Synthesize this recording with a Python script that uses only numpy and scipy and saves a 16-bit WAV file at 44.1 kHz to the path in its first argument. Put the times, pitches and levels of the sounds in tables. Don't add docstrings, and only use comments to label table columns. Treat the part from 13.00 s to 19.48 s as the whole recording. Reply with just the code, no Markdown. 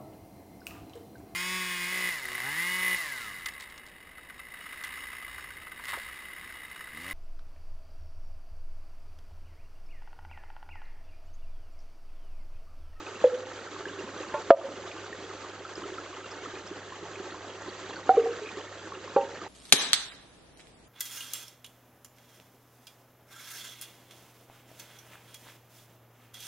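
import sys
import numpy as np
from scipy import signal
from scipy.fft import rfft, irfft, next_fast_len
from scipy.io import wavfile
from scipy.ndimage import map_coordinates

SR = 44100
rng = np.random.default_rng(int(sys.argv[2]) if len(sys.argv) > 2 else 0)


def to_linear_factor(level_db):
    exponent = np.asarray(level_db, float) / 20
    return 10 ** exponent


def log_audio(samples):
    frames = np.atleast_2d(samples).T
    limited = np.clip(frames, -1, 1)
    pcm = np.round(limited * 32767).astype(np.int16)
    wavfile.write(sys.argv[1], SR, pcm)


N = 285768

# (time [s], level [dB])
FLOW = [(0.0, -41.5), (0.49, -41.5), (1.24, -41), (1.68, -40.5), (2.11, -43), (3.99, -42.5), (4.26, -42.5),
        (4.55, -43), (4.96, -42), (5.25, -40), (5.65, -43), (6.48, -42)]
# (time [s], peak level [dB], pitch [Hz])
BIG_BUBBLES = [(0.162, -38, 474), (0.797, -40, 377), (0.866, -29, 410), (1.077, -32, 480),
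               (1.724, -35.5, 423), (1.735, -36, 560), (1.796, -32, 560), (1.85, -33, 450),
               (2.123, -34, 400), (2.148, -33, 455), (2.607, -36, 620), (2.775, -33.5, 350),
               (2.827, -33.5, 347), (2.854, -29, 404), (2.858, -33, 620), (2.92, -32.5, 363),
               (2.983, -35, 396), (3.369, -33, 457), (3.539, -33, 400), (3.71, -31.5, 340),
               (4.027, -32, 390), (4.17, -34, 395), (4.2, -26.5, 386), (4.369, -34, 450),
               (4.485, -36.5, 410), (4.681, -29, 364), (5.572, -30.5, 400), (5.937, -35, 416),
               (5.971, -34, 367)]
# (time [s], peak level [dB], pitch [Hz])
MIDDLING_BUBBLES = [(0.673, -36, 1340), (0.764, -32, 1070), (0.855, -27.5, 1660), (0.894, -32, 1590),
                    (1.076, -31.5, 1020), (1.327, -47, 930), (1.614, -29.5, 1160), (1.668, -31, 980),
                    (1.838, -36, 950), (1.965, -35, 1050), (2.128, -30.5, 1820), (2.446, -30.5, 1140),
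                    (2.651, -30.5, 1300), (2.819, -30.5, 1063), (2.839, -32, 1290), (2.983, -27.5, 1330),
                    (3.129, -34.5, 1105), (3.244, -33.5, 1370), (3.458, -30, 1270), (3.922, -30.5, 1026),
                    (4.052, -35.5, 870), (4.322, -36, 1350), (4.345, -29.5, 1020), (4.677, -35.5, 1040),
                    (4.907, -31, 985), (4.966, -32, 1480), (4.996, -35.5, 1020), (5.921, -27.5, 1096),
                    (6.077, -31.5, 1045), (6.416, -32, 1220)]
# (time [s], peak level [dB], pitch [Hz])
SMALL_DROPS = [(0.065, -32.5, 2540), (0.156, -35, 2690), (0.203, -37, 2620), (0.884, -36, 2920),
               (0.992, -35, 2720), (1.177, -38.5, 6050), (1.224, -36.5, 6470), (1.9145, -34.5, 2440),
               (2.736, -40, 6200), (2.755, -32, 5120), (2.835, -36, 3010), (3.258, -37, 2700),
               (3.315, -33, 5340), (3.555, -35, 2430), (3.6735, -35.5, 5170), (4.157, -33.5, 2480),
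               (4.621, -38, 6600), (4.691, -37, 4400), (4.932, -41, 2680), (4.959, -38, 4450),
               (5.161, -37, 2370), (5.309, -40, 2800), (5.459, -32.5, 2450), (5.47, -34, 2480),
               (5.49, -30, 2420), (5.95, -37, 2760), (6.211, -35, 2700)]
# (frequency [Hz], level [dB])
BANK_COLOUR = [(250, -6), (600, -3.5), (780, -3), (1050, 0.5), (1900, 0), (2250, -6), (2700, 0),
               (4000, -2.5)]
# (frequency [Hz], level per Hz [dB])
RUSH_COLOUR = [(71, -50.5), (120, -15.5), (195, -22.5), (384, -0.5), (769, -13), (1340, -12.5), (2220, -16),
               (4840, -21.5), (5460, -21), (6170, -19.5), (7600, -20), (9880, -51.5), (16700, -120)]
# (frequency [Hz], level per Hz [dB])
RUMBLE_COLOUR = [(12, -41.5), (25, -3), (45, -8.5), (60, -1), (75, 0.5), (130, -20.5), (200, -26)]
# (time [s], peak level [dB])
VEHICLES = [
    (1.251, -68.5),
    (2.6, -72.5),
    (3.95, -61.5),
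    (5.1, -64),
    (6.2, -64.5),
]
# (frequency [Hz], likeness [0 to 1])
LIKENESS = [(60, 0.87), (160, 0.95), (430, 1), (1130, 0.96), (3020, 0.72), (8050, 0.52)]
# (frequency
# [Hz], level [dB], time to fall 60 dB [s], first swing [out 1, in -1])
FAR_TIP = [(388, -13.8, 0.021, -1), (456, -21.8, 0.105, 1), (500, -7.2, 0.132, -1), (556, -17.4, 0.137, -1),
           (561, -1.3, 0.03, 1), (883, -19.9, 0.018, -1), (1663, -39.2, 0.083, -1)]
FAR_ECHO = [(491, -23.5, 0.14, 1), (507.3, -26.5, 0.35, -0.76)]
FAR_SETTLE = [(516, -38, 0.73, 0.8)]
NEAR_MOUTH = [(391, -20.2, 0.01, -1), (578, -22.3, 0.106, 1), (608, -20.5, 0.051, -1),
              (883, -30.2, 0.293, -1), (933, -31.1, 0.038, -1), (990, -36.8, 0.206, 1),
              (1050, -29.8, 0.108, 1), (1111, -35.9, 0.247, -1), (1391, -28.4, 0.078, -1),
              (1412, -26.9, 0.035, 1), (1762, -36.7, 0.057, 1)]
NEAR_HEEL = [(307, -6.5, 0.01, 1), (483, 6.7, 0.01, -1), (557, -7.1, 0.128, 1), (642, -5.2, 0.036, -1),
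             (667, -7.6, 0.116, -1), (744, -5.0, 0.017, 1), (946, -36.6, 0.271, 1), (1039, -10.2, 0.019, 1),
             (1211, -24.6, 0.086, 1), (1306, 0.6, 0.011, 1), (1569, -8.5, 0.015, 1),
             (1915, -28.0, 0.025, 1), (2398, -43.1, 0.034, 1)]
NEAR_RATTLE = [(645, -33.5, 0.13, -1), (560, -37.5, 0.17, 1)]
NEAR_REBOUND = [(540, -22.5, 0.09, -0.67), (560, -34, 0.5, 0.98)]
THIN_TIP = [(309, -51.6, 0.4, 1), (477, -20.8, 0.131, -1), (524, -11.1, 0.029, -1), (643, -27.2, 0.136, -1),
            (699, -21.0, 0.085, -1), (758, -6.9, 0.113, 1), (783, -19.0, 0.36, -1), (1017, -10.2, 0.01, -1),
            (1343, -7.4, 0.012, -1), (1446, -28.4, 0.063, 1), (2221, -34.5, 0.018, 1)]
WIDE_TIP = [(415, -16.6, 0.256, 1), (461, -10.2, 0.164, -1), (483, -9.2, 0.076, 1), (628, -33.5, 0.184, -1),
            (1132, -24.4, 0.021, -1)]
THIN_REBOUND = [(752, -26.8, 0.108, 1)]
WIDE_ECHO = [(415, -33.0, 0.5, 1), (463, -21.9, 0.335, -1), (474, -31.6, 0.5, 1)]
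WIDE_SETTLE = [(423, -33.0, 0.5, 1)]
LAST_TIP = [(344, -12.7, 0.015, -1), (399, -23.7, 0.116, -1), (421, -13.3, 0.036, 1),
            (468, -20.6, 0.125, 1), (503, -18.4, 0.122, 1), (555, -17.0, 0.217, -1), (626, -14.4, 0.016, 1),
            (794, -12.6, 0.131, 1), (806, -9.5, 0.056, -1), (914, -28.9, 0.384, 1),
            (1070, -18.3, 0.021, -1), (1154, -29.3, 0.104, -1), (1359, -29.9, 0.059, -1),
            (1527, -32.9, 0.058, -1)]
# (time [s], rings freely until [s],
# left over right [dB], tube pitches [table above])
KNOCKS = [(.2403, .287, -.5, FAR_TIP), (.3203, .4, -1.3, FAR_ECHO), (.4316, .5, -1.5, FAR_SETTLE),
          (1.3405, 1.41, -1.6, NEAR_MOUTH), (1.50464, 1.546, -.9, NEAR_HEEL),
          (1.5698, 1.61, -1.5, NEAR_RATTLE), (1.6417, 1.69, -1.5, NEAR_REBOUND),
          (5.0919, 5.165, -2.1, THIN_TIP), (5.1693, 5.237, -.7, WIDE_TIP),
          (5.2386, 5.325, -.9, WIDE_ECHO), (5.2583, 5.3, -2.1, THIN_REBOUND),
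          (5.4184, 5.45, -1.4, WIDE_SETTLE), (6.162, 6.27, -1.9, LAST_TIP)]
CLACK_LEVELS = [-22, -43, -61, -24.5, -13.5, -38.5, -36, -37, -30, -36, -56.5, -63, -28.5]
# (frequency [Hz], time to fall 60 dB [s])
FENCE_DECAY = [(300, 0.79), (1500, 0.22), (6000, 0.16)]
# (frequency [Hz], level [dB])
CAMERA_TOP = [(7600, -0.5), (8300, -0.5), (8700, -5.5), (8900, -55.5), (9500, -95)]
# (frequency [Hz], half-width [Hz])
CAMERA_NOTCHES = [(5430, 170), (7910, 260), (8090, 260)]


def unit(x):
    return x / np.sqrt(np.mean(x ** 2) + 1e-20)


def along(points, hz):
    f, value = np.transpose(points)
    return np.interp(np.log(hz + 1), np.log(f + 1), value)


def wobble(rate):
    points = rng.standard_normal(int(N * rate / SR) + 4)
    return map_coordinates(points, [np.arange(N) * rate / SR])


def filtered(x, response):
    m = next_fast_len(N + SR // 4)
    hz = np.fft.rfftfreq(m, 1 / SR)
    return irfft(rfft(x, m) * response(hz), m)[..., :N]


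def coloured(x, curve):
    return filtered(x, lambda hz: to_linear_factor(along(curve, hz)))


def spread(pair):
    def weights(hz):
        turn = np.arccos(np.clip(along(LIKENESS, hz), -1, 1)) / 2
        return np.array([np.cos(turn), np.sin(turn)])

    mid, side = filtered(pair, weights)
    return np.array([mid + side, mid - side])


def bubbles(s, db, hz, cycles, rise, size):
    t = np.arange(size) / SR
    u = t * (hz / cycles)[:, None]
    swell = np.sqrt(2 * u) * np.exp(.5 - u)
    wave = swell * np.sin(2 * np.pi * hz[:, None] * t * (1 + rise * (u / 2 - 1)))
    at = np.round(s * SR).astype(int)[:, None] + np.arange(size)
    return np.bincount(at.ravel(), (to_linear_factor(db)[:, None] * wave).ravel(), N + size)[:N]


def swarm(count, mean_hz, octaves, cycles, scatter_db, size):
    def one_side():
        chance, vary = rng.random((count, 2)), rng.standard_normal((count, 2))
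        s = chance[:, 0] * N / SR
        db = -scatter_db * np.log(chance[:, 1] + .004)
        hz = np.clip(mean_hz * 2 ** (octaves * vary[:, 0]), 150, 7800)
        return unit(bubbles(s, db, hz, cycles * np.exp(.3 * vary[:, 1]), .02, size))

    return unit(spread(np.array([one_side(), one_side()])))


def single_bubbles():
    s, db, hz = np.transpose(BIG_BUBBLES + MIDDLING_BUBBLES + SMALL_DROPS)
    cycles = 2.96 * (hz / 1000) ** .62
    return to_linear_factor(-2.2) * bubbles(s, db, hz, cycles, .015, size=1800)


def bank_blur(near):
    size, t60 = 1300, .06
    scatter = rng.standard_normal((2, size)) * to_linear_factor(-60 * np.arange(size) / SR / t60)
    left = scatter[0] + .056 * scatter[1]
    right = scatter[0] - .14 * scatter[1]
    echoes = np.array([left, right]) / np.linalg.norm(scatter[0])
    return to_linear_factor(-7.5) * signal.fftconvolve(near, echoes, axes=1)[:, :N]


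def stream():
    flow_db = np.interp(np.arange(N) / SR, *np.transpose(FLOW))
    usual_db = flow_db.mean()
    surge_db = .4 * wobble(12) + 1.1 * wobble(40)

    def follows(db, grows):
        return to_linear_factor(usual_db + db + grows * (flow_db - usual_db) + surge_db)

    gurgle = follows(-2.5, grows=2) * swarm(
        count=900, mean_hz=400, octaves=.35, cycles=1.7, scatter_db=2.5, size=1400)
    blups = follows(-9.5, grows=2) * swarm(
        count=700, mean_hz=630, octaves=.1, cycles=2.6, scatter_db=2.5, size=1000)
    bubbling = follows(-6, grows=1.3) * swarm(
        count=3800, mean_hz=1300, octaves=.45, cycles=3.1, scatter_db=2.3, size=700)
    fizz = follows(-9, grows=.44) * swarm(
        count=4500, mean_hz=3800, octaves=.65, cycles=3.5, scatter_db=2.6, size=400)
    rush = unit(spread(coloured(rng.standard_normal((2, N)), RUSH_COLOUR)))
    rush = follows(-3.5 + .9 * wobble(45), grows=.71) * rush
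    near = coloured(gurgle + blups + bubbling + fizz, BANK_COLOUR) + single_bubbles()
    return near + bank_blur(near) + rush


def hum():
    t = np.arange(N) / SR
    pump = to_linear_factor(-55.5 + 1.7 * wobble(18)) * np.sin(2 * np.pi * 100 * t + .2 * wobble(5))
    rumble = to_linear_factor(-64.5) * unit(spread(coloured(rng.standard_normal((2, N)), RUMBLE_COLOUR)))
    traffic = filtered(rng.standard_normal(N), lambda hz: np.exp(-((hz - 185) / 50) ** 2))
    pass_s = .48
    loudness = to_linear_factor(-71.5)
    for s, db in VEHICLES:
        loudness = loudness + to_linear_factor(db) * np.exp(-((t - s) / pass_s) ** 2)
    return pump + rumble + loudness * unit(traffic)


def tube_ring(modes, free_s, t):
    ring = np.zeros(len(t))
    for hz, db, t60, way in modes:
        rough_db = 2 * np.clip((t - .01) / .03, 0, 2) * map_coordinates(rng.standard_normal(44), [t * 80])
        ring += way * to_linear_factor(db - 60 * t / t60 + rough_db) * np.sin(2 * np.pi * hz * t)
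    onset = 1 - np.exp(-t / .001)
    choke = to_linear_factor(-60 * np.maximum(t - free_s, 0) / .04)
    return ring * onset * choke


def clack(db, t):
    band = signal.butter(2, [700 * 2 / SR, 2400 * 2 / SR], "band")
    dull = signal.lfilter(*band, rng.standard_normal(len(t)))
    tick = to_linear_factor(db - 19 - 60 * t / .011) * rng.standard_normal(len(t))
    return to_linear_factor(db - 60 * t / .045) * dull + tick


def spouts():
    out = np.zeros((2, N + SR))
    t = np.arange(SR // 2) / SR
    for (s, until, pan_db, modes), clack_db in zip(KNOCKS, CLACK_LEVELS):
        knock = to_linear_factor(1) * tube_ring(modes, until - s, t) + clack(clack_db, t)
        sides = to_linear_factor(np.array([[pan_db], [-pan_db]]) / 2)
        start = round(s * SR)
        out[:, start:start + len(t)] += sides * knock
    return out[:, :N]


def fences(x):
    hz, t, z = signal.stft(rng.standard_normal((2, SR // 2)), SR, nperseg=256)
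    fade = to_linear_factor(-60 * t / along(FENCE_DECAY, hz)[:, None])
    tail = signal.istft(z * fade, SR, nperseg=256)[1]
    tail = np.array([tail[0] + .21 * tail[1], tail[0] - .12 * tail[1]])
    late = np.pad(x, (1800, 0))
    return signal.fftconvolve(late[None], tail / np.linalg.norm(tail[0]), axes=1)[:, :N]


def ducking(knocks):
    depth_db, back_s = -16, .28
    overload = np.flatnonzero(np.abs(knocks).max(0) > .8)[-1]
    since = np.arange(N) / SR - overload / SR
    return to_linear_factor(depth_db * np.clip(1 - since / back_s, 0, 1) ** 2 * (since > 0))


def bird():
    start_s, length_s, low_hz, high_hz = 3.35, .1, 2110, 2290
    u = np.clip((np.arange(N) / SR - start_s) / length_s, 0, 1)
    phase = 2 * np.pi * np.cumsum(low_hz + (high_hz - low_hz) * u) / SR
    return to_linear_factor(-51) * np.sin(np.pi * u) * np.sin(phase)


def scene():
    knocks = spouts()
    answer = to_linear_factor(-24) * fences(knocks.mean(0))
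    to_right = to_linear_factor(np.array([[-.9], [.9]]))
    steady = (stream() + hum() + bird() + answer) * to_right
    return knocks + ducking(knocks) * steady


def low_pass(x):
    return signal.sosfilt(signal.butter(12, 16000, fs=SR, output="sos"), x)


def record(dry):
    def response(hz):
        gain = to_linear_factor(along(CAMERA_TOP, hz))
        for centre, width in CAMERA_NOTCHES:
            gain = gain * np.abs(hz - centre) / np.hypot(hz - centre, width)
        return gain

    heard = filtered(np.array([np.roll(dry[0], 1), dry[1]]), response)
    whine = filtered(rng.standard_normal((2, N)), lambda hz: np.exp(-((hz - 8000) / 36) ** 2))
    mix = heard + to_linear_factor(-78.5 + 3 * wobble(7.6)) * unit(whine)
    return low_pass(np.clip(mix, -1, 1))


dry = scene()
out = record(dry)
log_audio(out)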